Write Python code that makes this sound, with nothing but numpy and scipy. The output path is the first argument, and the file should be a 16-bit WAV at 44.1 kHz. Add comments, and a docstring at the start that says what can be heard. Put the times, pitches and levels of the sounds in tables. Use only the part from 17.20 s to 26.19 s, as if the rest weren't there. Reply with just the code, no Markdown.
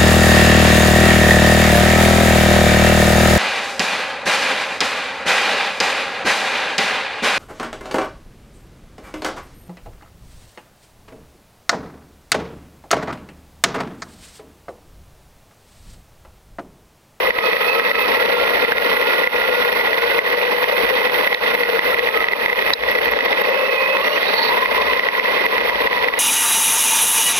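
"""On dirt and grass, a small radio-controlled truck drives along, heard through a camera bolted to its body.
Random bumps shake the springs, shell and chassis, which rumble, drone and clatter; filtered noise is grass hiss.
The running gear hums low, and the motor and gears whine as tones that wheel slip smears into a rasp.
Short decaying rings are suspension knocks; bright ticks are stones, and very high chirps are rubbing parts.
The camera's tone has a deep hole in the treble; its fast limiter ducks loud moments and soft clipping follows."""
import sys
import numpy as np
from scipy import signal
from scipy.fft import rfft, irfft, next_fast_len
from scipy.io import wavfile
from scipy.ndimage import uniform_filter1d, minimum_filter1d, map_coordinates

SR = 44100
rng = np.random.default_rng(int(sys.argv[2]) if len(sys.argv) > 2 else 0)


def file_out(sig):
    """Save sig as 16-bit WAV at sys.argv[1]."""
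    # one column per channel
    cols = np.atleast_2d(sig).T
    # limit, then scale
    lim = np.clip(cols, -1, 1)
    pcm = np.round(lim * 32767).astype(np.int16)
    wavfile.write(sys.argv[1], SR, pcm)


N = 396459  # length in samples

# How hard the ground shakes the truck: time_s [s], relative_level_db [dB]
RIDE_ROUGHNESS = [(0, 0), (.8, -1.5), (1.0, 3), (1.2, 1.5), (1.5, 2.5), (1.85, 1.5), (3.25, -1.5),
                  (3.6, 2.5), (3.8, -1.5), (4.0, 1.5), (4.16, 3.5), (4.19, -3), (4.27, 1.5), (4.77, -2),
                  (4.85, -0.5), (5.25, -0.5), (5.45, 2), (5.53, 2), (5.57, 3.5), (5.65, -2), (5.69, 3),
                  (6.7, -3.5), (7.25, 1.5), (8.0, -1), (9, -2)]


def amp(db):
    """Turn decibels into a gain."""
    return 10 ** (np.asarray(db) / 20)


def unit(x):
    """Scale a sound to rms 1."""
    return x / np.sqrt(np.mean(x ** 2) + 1e-20)


def along(points, hz):
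    """Read a value at each frequency from (Hz, value) points joined on a log axis."""
    f, v = np.transpose(points)
    return np.interp(np.log(hz + 1), np.log(f + 1), v)


def curves(rows):
    """Give one value per sample for each table column after the time."""
    s, *cols = np.transpose(rows)
    return [np.interp(np.arange(N) / SR, s, c) for c in cols]


def wobble(rate):
    """Draw a smooth random curve through rate random points a second."""
    knots = rng.standard_normal(int(N * rate / SR) + 4)
    coarse = np.arange(0, N + 16, 16)  # every 16th sample, joined by straight lines
    return np.interp(np.arange(N), coarse, map_coordinates(knots, [coarse * rate / SR]))


def flutter(rate):
    """Make a random complex gain of rms 1 that smears a tone over about rate Hz."""
    return (unit(wobble(rate)) + 1j * unit(wobble(rate))) / np.sqrt(2)


def filtered(x, response):
    """Filter x by a response given as a function of frequency."""
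    m = next_fast_len(N + SR // 4, True)
    return irfft(rfft(x, m) * response(np.fft.rfftfreq(m, 1 / SR)), m)[..., :N]


def ports(left_db, right_db, lead):
    """Complex gains of the two microphones, shape (2, 1); lead is the right one's phase in radians."""
    return np.array([[amp(left_db)], [amp(right_db) * np.exp(1j * lead)]])


def add(track, s, sound):
    """Mix a short stereo sound in at time s."""
    room = track[:, max(0, round(s * SR)):][:, :sound.shape[1]]
    room += sound[:, :room.shape[1]]


def grit(rate, spread_db):
    """Tiny impacts of scattered size, about rate a second, scaled to rms 1."""
    hit = rng.random(N) < rate / SR
    return unit(hit * rng.standard_normal(N) * amp(spread_db * rng.standard_normal(N)))


def shaken(modes, force, rate, spread_db):
    """Each resonance is struck by its own impacts and reaches the two microphones differently."""
    port_lag_s = 0.00042  # vibration reaches the right microphone this much later
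    m = next_fast_len(N + SR // 4, True)
    f = np.fft.rfftfreq(m, 1 / SR)
    total = 0
    for hz, width, left_db, right_db, lead in modes:
        resonance = (1j * f * width / (hz * hz - f * f + 1j * f * width)) ** 2
        impacts = rfft(force * grit(rate, spread_db), m)
        # the added phase makes up for the lag at the resonance itself, so the listed lead holds there
        gains = ports(left_db, right_db, lead + 2 * np.pi * hz * port_lag_s)
        total = total + impacts * resonance * gains
    lag = np.exp(-2j * np.pi * f * port_lag_s)
    return unit(irfft(np.array([total[0], total[1] * lag]), m)[:, :N])


def rolling():
    """Bumps in the ground drive the springs' rumble, the shell's drone, the chassis clatter and grass hiss."""
    # Resonances of springs, plastic shell and chassis:
    # pitch_hz [Hz], width_hz [Hz], left_db [dB, relative], right_db [dB, relative], right_lead [radians]
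    spring_modes = [(58.6, 32, 1, -7.5, .4)]
    shell_modes = [(128, 59, -29, -40.5, 0.81), (216.6, 95, -16.5, -34.5, 1.83),
                   (283.7, 124, -15, -25.5, 1.67), (467.4, 139, -1.5, -11.5, 1.5),
                   (551.5, 165, -4.5, -15, 1.22), (675, 130, -11, -13.5, 2.2)]
    chassis_modes = [(878, 200, -4.5, -6.5, 1.44), (1040, 285, -6.5, -6.5, 1), (1268, 147, -12.5, -12.5, 1),
                     (1418, 130, -18.5, -11, 1.5), (1662, 416, -10.5, -4.5, 3.5),
                     (1936, 220, 0.5, -1, 1.82), (2035, 218, -15.5, 0, 1.16), (2506, 340, -25, -3.5, -0.5),
                     (3017, 800, -22.5, -11, -2.5), (3437, 920, -19, -11.5, 2.5),
                     (4200, 1330, -40.5, -18, -1), (5210, 850, -31.5, -24, 2.24)]
    # Colour of the grass hiss: pitch_hz [Hz], relative_level_db [dB]
    grass_colour = [(3000, -33), (8000, -18.5), (9300, -4), (11000, -1), (13000, 1.5), (15500, 1)]
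    # Level of the hiss, softer on the greener turf: time_s [s], relative_level_db [dB]
    turf_levels = [(0, 0), (5.2, 1), (5.6, 1), (5.9, -4.5), (7.2, -0.5), (7.6, -2.5), (9, -2.5)]
    # How hard the whole truck heaves on its springs: time_s [s], relative_level_db [dB]
    heave_levels = [(0, 1.5), (.12, 2), (.4, -5), (.85, -3), (1.15, 3.5), (1.55, 6), (1.9, -5.5),
                    (2.25, -1), (2.55, 0), (2.9, -2), (3.3, -6.5), (3.5, -1.5), (3.63, 5.5), (3.8, -2),
                    (4.3, 1), (4.55, -2.5), (4.75, 1), (5.3, -1.5), (5.67, 10), (6.1, 4), (6.35, -6.5),
                    (6.75, -8.5), (7.0, -5), (7.2, 0.5), (7.42, -1.5), (7.62, 6), (7.88, -5), (8.15, -1),
                    (8.4, 1), (8.62, 4.5), (8.85, -3.5), (9, 3)]
    # base levels in dB, before the moving curves
    heave_base_db, drone_db, clatter_db, hiss_db = -51, -21.5, -18, -35.5
    drone_follows_heave = 0.15  # share of the heave's dB swings that the drone takes

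    ride_db, = curves(RIDE_ROUGHNESS)
    turf_db, = curves(turf_levels)
    heave_db, = curves(heave_levels)
    bumps = wobble(70)

    rumble = shaken(spring_modes, 1, rate=4000, spread_db=0.5) * amp(heave_base_db + heave_db)
    drone = shaken(shell_modes, amp(2.0 * bumps), rate=4000, spread_db=1.0)
    drone = drone * amp(drone_follows_heave * heave_db)
    clatter_force = amp(1.45 * bumps + 0.74 * wobble(330))
    clatter = shaken(chassis_modes, clatter_force, rate=2000, spread_db=2.0)

    blades = np.array([grit(rate=14000, spread_db=0.0) for side in range(2)])
    # the left side is quieter and picks up a little of the right
    blades = np.array([amp(-8) * (blades[0] + 0.27 * blades[1]), blades[1]])
    hiss = unit(filtered(blades, lambda hz: amp(along(grass_colour, hz))))
    hiss = hiss * amp(1.2 * bumps + 1.4 * wobble(25))

    ground = amp(drone_db) * drone + amp(clatter_db) * clatter + amp(hiss_db + turf_db) * hiss
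    return rumble + amp(ride_db + 0.63 * wobble(6)) * ground


def running_gear_hum(width=55, waver=.011):
    """A low running-gear hum near 480 Hz drifts and wavers at random, part clean tone and part noise."""
    # Running-gear hum: time_s [s], level_db [dB, before microphone gains], pitch_hz [Hz, before waver],
    # roughness [0 clean to 1 noisy]
    hum_path = [(0, -31.5, 488.3, 1), (.7, -31.5, 489.2, .9), (1.15, -25, 478.6, 0.5), (1.7, -27, 484, 0.9),
                (2.3, -25.5, 502.6, 1), (2.6, -28.5, 473.4, .5), (2.95, -26, 470.8, 0),
                (3.2, -23.5, 486.6, 0.3), (3.9, -25, 497.8, 0.4), (4.2, -28, 498, .6),
                (4.55, -23, 475, 0.6), (4.72, -25.5, 496, 0.7), (5.0, -26.5, 462.5, .8),
                (5.3, -37, 479, .9), (9, -36, 488.6, .9)]
    db, hz, rough = curves(hum_path)
    rough = np.clip(rough, 0, 1)
    turn = 2 * np.pi * np.cumsum(hz * (1 + waver * wobble(14))) / SR
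    voice = np.sqrt(1 - rough) + np.sqrt(rough) * flutter(width)
    hum = voice * np.exp(1j * turn)
    return (ports(6.2, -3.5, 1.02) * hum).real * amp(db)


def squeal_db():
    """Each push of the throttle swells the gear squeal, holds it and lets it go."""
    # Throttle pushes: start_s [s], length_s [s, swell and hold], level_db [dB, before microphone gains]
    throttle_pushes = [(0.211, .11, -21.5), (0.437, .09, -21), (0.605, 0.057, -22.5), (0.702, .1, -23.5),
                       (6.2, .08, -31), (6.309, .43, -23.5), (6.776, .2, -33), (6.987, 0.099, -27.5),
                       (7.13, .12, -23.5)]
    attack_s, release_s, idle_db = 0.047, 0.065, -46.5
    t = np.arange(N) / SR
    pushes = 0
    for s, length, db in throttle_pushes:
        corners = [s, s + attack_s, s + length, s + length + release_s]
        pushes = pushes + amp(db) * np.interp(t, corners, [0, 1, 1, 0])
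    return 20 * np.log10(amp(idle_db) + pushes)


def motor(shaft_rough=0.73, octave_db=-7.5, overtone_db=-10, overtone_hz=5750, overtone_width_hz=300):
    """Motor shaft and gear mesh sing together; slipping wheels smear the tones into a rasp."""
    # Gear mesh, where the teeth meet: time_s [s], pitch_hz [Hz, before wobble],
    # level_db [dB, before microphone gains], wheel_slip [0 to 1]
    mesh_tone = [(0, 1240, -38, 0.53), (.26, 1274, -27, .35), (.35, 1274, -35, 0.4), (.42, 1274, -24, .35),
                 (.5, 1285, -35, 0.44), (.57, 1285, -24.5, 0.4), (.69, 1285, -35, 0.43),
                 (.8, 1292, -24.5, 0.34), (.88, 1310, -33.5, .45), (1.08, 1391, -27, .2),
                 (2.4, 1420, -30, 0.2), (2.95, 1462, -33, 0.29), (3.15, 1502, -43, 0.61),
                 (4.55, 1445, -33, .5), (4.85, 1302, -41, 0.48), (4.97, 1275, -23, .3),
                 (5.1, 1229, -32.5, .6), (6.05, 1300, -45.5, .86), (6.37, 1303, -41, 0.23),
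                 (6.54, 1290, -43, .15), (6.63, 1260, -46, .15), (6.75, 1282, -47, 0.24),
                 (6.87, 1410, -43, 0.62), (6.96, 1460, -46, 0.66), (7.01, 1600, -46, .75),
                 (7.05, 1770, -45, .8), (7.1, 1990, -40.5, 0.83), (7.17, 2190, -37.5, .95),
                 (7.27, 2310, -40, 1), (7.42, 2490, -48, 0.96), (8.98, 2403, -43, 0.97)]
    # Hum of the motor shaft, louder under load: time_s [s], level_db [dB, before microphone gains]
    shaft_hum = [(0, -36), (1.1, -43), (5.2, -39.5), (5.95, -28), (6.3, -23), (6.88, -21), (7.02, -32),
                 (7.1, -32), (7.2, -23.5), (7.55, -22.5), (8.1, -27.5), (9, -27.5)]
    # Gear case resonances that skipping teeth set off:
    # pitch_hz [Hz], width_hz [Hz], left_db [dB, relative], right_db [dB, relative], right_lead [radians]
    gear_case_modes = [(3880, 420, -14.5, -1.5, 1.2), (4380, 480, -14.5, 0, -1.8)]
    slip_wobble_rate = 139.6  # random points a second: slipping wheels shake the motor's speed
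    grab_s = .009  # tyres grab and slip, so a speed change comes in jerks about this early or late
    squeal_smear_hz, screech_db = 200.2, 1.5  # smear of the squeal; rasp level against the squeal

    mesh_hz, mesh_db, rough = curves(mesh_tone)
    shaft_db, = curves(shaft_hum)
    surge = np.gradient(np.log(mesh_hz)) * SR  # how fast the pitch is changing
    jerks = (0.00744 + grab_s * np.abs(surge)) * wobble(36)
    slip_shake = 0.0386 * rough ** 2 * wobble(slip_wobble_rate)
    turn = 2 * np.pi * np.cumsum(mesh_hz * (1 + jerks + slip_shake)) / SR

    def partial(multiple, db, share, smear, gains):
        """One multiple of the mesh rate, part clean tone and part narrow noise."""
        share = np.clip(share, 0, 1)
        voice = np.sqrt(1 - share) + np.sqrt(share) * flutter(smear)
        return (gains * voice * np.exp(1j * multiple * turn)).real * amp(db + 2.0 * wobble(22))

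    per_mesh = .418  # shaft pitch as a share of mesh pitch
    shaft = partial(per_mesh, shaft_db, shaft_rough, 130, ports(3.1, -4.0, 0.72))
    octave = partial(2 * per_mesh, shaft_db + octave_db, shaft_rough, 130, ports(-1, 2.1, 0.7))
    mesh = partial(1, mesh_db, rough, 150, ports(-2.5, 3.6, 0.44))

    # the gears squeal an octave above the mesh; with spinning wheels the squeal gives way to a screech
    gear_db, gear_side = squeal_db(), ports(-11.0, 4.2, -1.2)
    spin = np.clip(rough, 0, 1) ** 4
    squeal = partial(2, gear_db + 5 * rough * wobble(55), rough, squeal_smear_hz, gear_side)
    screech = shaken(gear_case_modes, amp(2.3 * wobble(110)), rate=3000, spread_db=2.5)
    screech = screech * amp(gear_db + screech_db)
    # the squeal's overtone stands out only near a resonance of the chassis
    resonance = 1 / (1 + ((4 * mesh_hz - overtone_hz) / overtone_width_hz) ** 4)
    overtone = resonance * partial(4, gear_db + overtone_db, rough, squeal_smear_hz, gear_side)
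    return shaft + octave + mesh + np.sqrt(1 - spin) * squeal + np.sqrt(spin) * screech + overtone


def knocks(blows, decay=0.97, crack_db=-4.5, detune=0.013, shift_per_db=0.35):
    """The suspension bottoms out: a dull crack and a chassis ring, a little different each time."""
    # Ring of a knock: pitch_hz [Hz, before detuning], relative_level_db [dB],
    # fade_s [s to fall 60 dB, before the decay factor]
    ring_tones = [(496, -21.5, 0.052), (736, -16.5, .018), (914, -10.5, 0.021), (1470, -18, .014),
                  (1978, -4.5, 0.026), (2050, -2, 0.014), (2490, -11, 0.02), (3360, -13, 0.011),
                  (4560, -29.5, .012)]
    out, t = np.zeros((2, N)), np.arange(SR // 12) / SR
    hz, db, t60 = np.transpose(ring_tones)[:, :, None]
    soft = signal.butter(3, [350, 4400], 'bandpass', fs=SR)
    for s, level in blows:
        size, pitch, phase = rng.standard_normal((3, len(ring_tones), 1))
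        # blows above 0 dB shift the ring: a little lower at first; a factor below -1 sounds higher instead
        pitch_factor = 1 + detune * pitch - shift_per_db * max(level, 0)
        angle = 2 * np.pi * hz * pitch_factor * t + .5 * phase
        fade = amp(db + 1.6 * size - 60 * t / (t60 * decay))
        ring = (fade * np.exp(1j * angle)).sum(0)
        crack = signal.lfilter(*soft, rng.standard_normal((2, len(t)))) * amp(crack_db - 60 * t / 0.006)
        onset = 1 - np.exp(-t / 0.00066)
        add(out, s, amp(level + 5.5) * ((ports(-1.3, 1.0, 1.79) * ring).real + crack) * onset)
    return out


def rattles(count=300):
    """Plan light knocks at chance moments, harder on rough ground: rows (s, relative level dB)."""
    rate_per_s, base_db, spread_db = 20, -15, 1.2
    times = np.cumsum(rng.gamma(2, size=count)) / (2 * rate_per_s)
    levels = base_db + spread_db * rng.standard_normal(count)
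    levels = levels + np.interp(times, *np.transpose(RIDE_ROUGHNESS))
    return [(s, db) for s, db in zip(times, levels) if s < N / SR]


def stones(t60=.013, snap_db=-25):
    """A stone flung against the chassis gives a bright, rough tick that dies in milliseconds."""
    # Stone hits: start_s [s], relative_level_db [dB], pitch_hz [Hz]
    stone_hits = [(0.262, -16.5, 3600), (4.129, -15, 3870), (4.143, -10, 4080), (4.145, -5, 3700),
                  (4.281, -15, 3390), (4.435, -17, 4420), (4.845, -18, 3750), (5.085, -18, 3710),
                  (5.535, 3, 4450), (5.712, -15, 3570), (6.109, -15, 3580), (7.218, -13.5, 3810)]
    out, t = np.zeros((2, N)), np.arange(SR // 30) / SR
    for s, db, hz in stone_hits:
        jitter = np.cumsum(rng.normal(0, 0.12, (2, len(t))), axis=1)  # roughens the tone
        tick = np.sin(2 * np.pi * hz * t + jitter) + amp(snap_db) * rng.standard_normal((2, len(t)))
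        onset = 1 - np.exp(-t / 0.00044)
        add(out, s, amp(db + 5.5 - 60 * t / t60) * amp([[-5], [2]]) * tick * onset)
    return out


def squeaks(length=.006):
    """Rubbing parts of the running gear give very high, brief chirps with a smooth swell."""
    # Squeaks: time_s [s, about 6 ms before the peak], level_db [dB, before left and right gains],
    # pitch_hz [Hz]
    squeak_chirps = [(0.8131, -29, 14200), (5.708, -27, 13400), (5.843, -27, 13750), (5.909, -26, 13400),
                     (6.0462, -29.5, 14000), (6.2107, -27.5, 14100), (6.291, -34.5, 13600),
                     (8.2537, -30.5, 12250), (8.4687, -34.5, 13900)]
    out, t = np.zeros((2, N)), np.arange(SR // 25) / SR
    for s, db, hz in squeak_chirps:
        phase = 2 * np.pi * hz * t + np.cumsum(rng.normal(0, 0.35, len(t)))
        swell = np.exp(-((t - t.mean()) / length) ** 2)
        add(out, s - .014, amp(db) * amp([[-8], [2]]) * np.sin(phase) * swell)
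    return out


def scene():
    """Add up all the sounds that reach the camera through the truck's body."""
    # Hard suspension knocks: start_s [s], relative_level_db [dB]
    hard_knocks = [(0.106, 0), (0.187, -3.5), (0.332, -4.5), (0.367, -7.5), (0.597, -5.5), (0.714, -10),
                   (0.754, -8.5), (1.448, -4), (1.521, 0.5), (1.582, -3.5), (2.041, -6.5), (2.073, -3),
                   (2.162, -8), (2.449, -7), (2.61, -7.5), (2.731, -7.5), (2.99, -3), (3.441, -3),
                   (3.872, -6.5), (3.896, -8.5), (4.074, -5), (4.128, -3), (4.146, 0), (4.281, -11.5),
                   (4.35, -5.5), (4.434, -3.5), (4.592, -5), (4.744, -7), (4.793, -6.5), (4.872, -8.5),
                   (4.888, -3.5), (4.974, -7.5), (5.005, -7), (5.026, -8.5), (5.042, -0.5), (5.069, -8),
                   (5.085, -1), (5.114, -10.5), (5.134, -2.5), (5.26, -5), (5.282, -7.5), (5.299, -4),
                   (5.329, -1.5), (5.358, -9), (5.392, -4), (5.423, -6.5), (5.504, -3.5), (5.535, 8.5),
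                   (5.591, -9), (5.636, -2.5), (5.716, -6), (5.751, -7), (5.787, -6.5), (5.815, -9.5),
                   (5.857, -5.5), (5.888, -8), (5.935, -6), (5.989, -4), (6.007, -2.5), (6.082, -10),
                   (6.129, -5), (6.769, -6), (6.881, -7), (7.03, -7), (7.458, -4), (7.734, -7.5),
                   (7.795, -4.5), (7.887, -4), (7.997, -7), (8.264, -2.5), (8.381, -7), (8.405, -5.5),
                   (8.496, -7), (8.672, -10.5), (8.729, -7), (8.844, -8.5), (8.885, -3.5), (8.938, -9.5)]
    steady = rolling() + running_gear_hum() + motor()
    return steady + knocks(hard_knocks) + knocks(rattles()) + stones() + squeaks()


def limiter(x, ceiling_db, slope, attack, hold, release_db):
    """Turn loud moments down with a lag of about attack s, hold, then recover at release_db a second."""
    power = np.abs(uniform_filter1d(np.mean(x ** 2, 0), size=180))
    needed = min(slope, 1) * np.minimum(0, ceiling_db - 10 * np.log10(power + 1e-12))
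    half = max(1, int(hold * SR / 2))
    held = minimum_filter1d(needed, 2 * half + 1, origin=half)
    ramp = release_db * np.arange(N) / SR
    gain_db = np.minimum.accumulate(held - ramp) + ramp
    # the lagging gain lets the first cycles of a knock through
    keep = np.exp(-1 / (attack * SR))
    return x * amp(signal.lfilter([1 - keep], [1, -keep], gain_db))


def peak_stop(x, top=1.15, size=90):
    """Hold the hardest peaks near full scale with a gain that looks ahead (size in samples)."""
    needed = np.minimum(1, top / (np.abs(x).max(0) + 1e-9))
    return x * uniform_filter1d(minimum_filter1d(needed, size), size)


def record(dry):
    """Pass the sound through the camera: its uneven tone, limiter, soft clipping and band limit."""
    # The camera's tone, with a deep hole at about 7 to 8.7 kHz: pitch_hz [Hz], gain_db [dB]
    camera_tone = [(5700, 0.5), (6400, -5), (7000, -17.5), (8600, -38), (8900, 0.5), (9400, 2)]
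    top_hz = 15450
    heard = filtered(dry, lambda hz: amp(along(camera_tone, hz)))
    limited = limiter(heard, ceiling_db=-14.0, slope=0.98, attack=0.0031, hold=0.014, release_db=170.0)
    limited = peak_stop(limited)
    clipped = limited / (1 + limited ** 16) ** (1 / 16)  # bends only close to full scale
    return filtered(clipped, lambda hz: hz < top_hz)


dry = scene()
out = record(dry)
file_out(out)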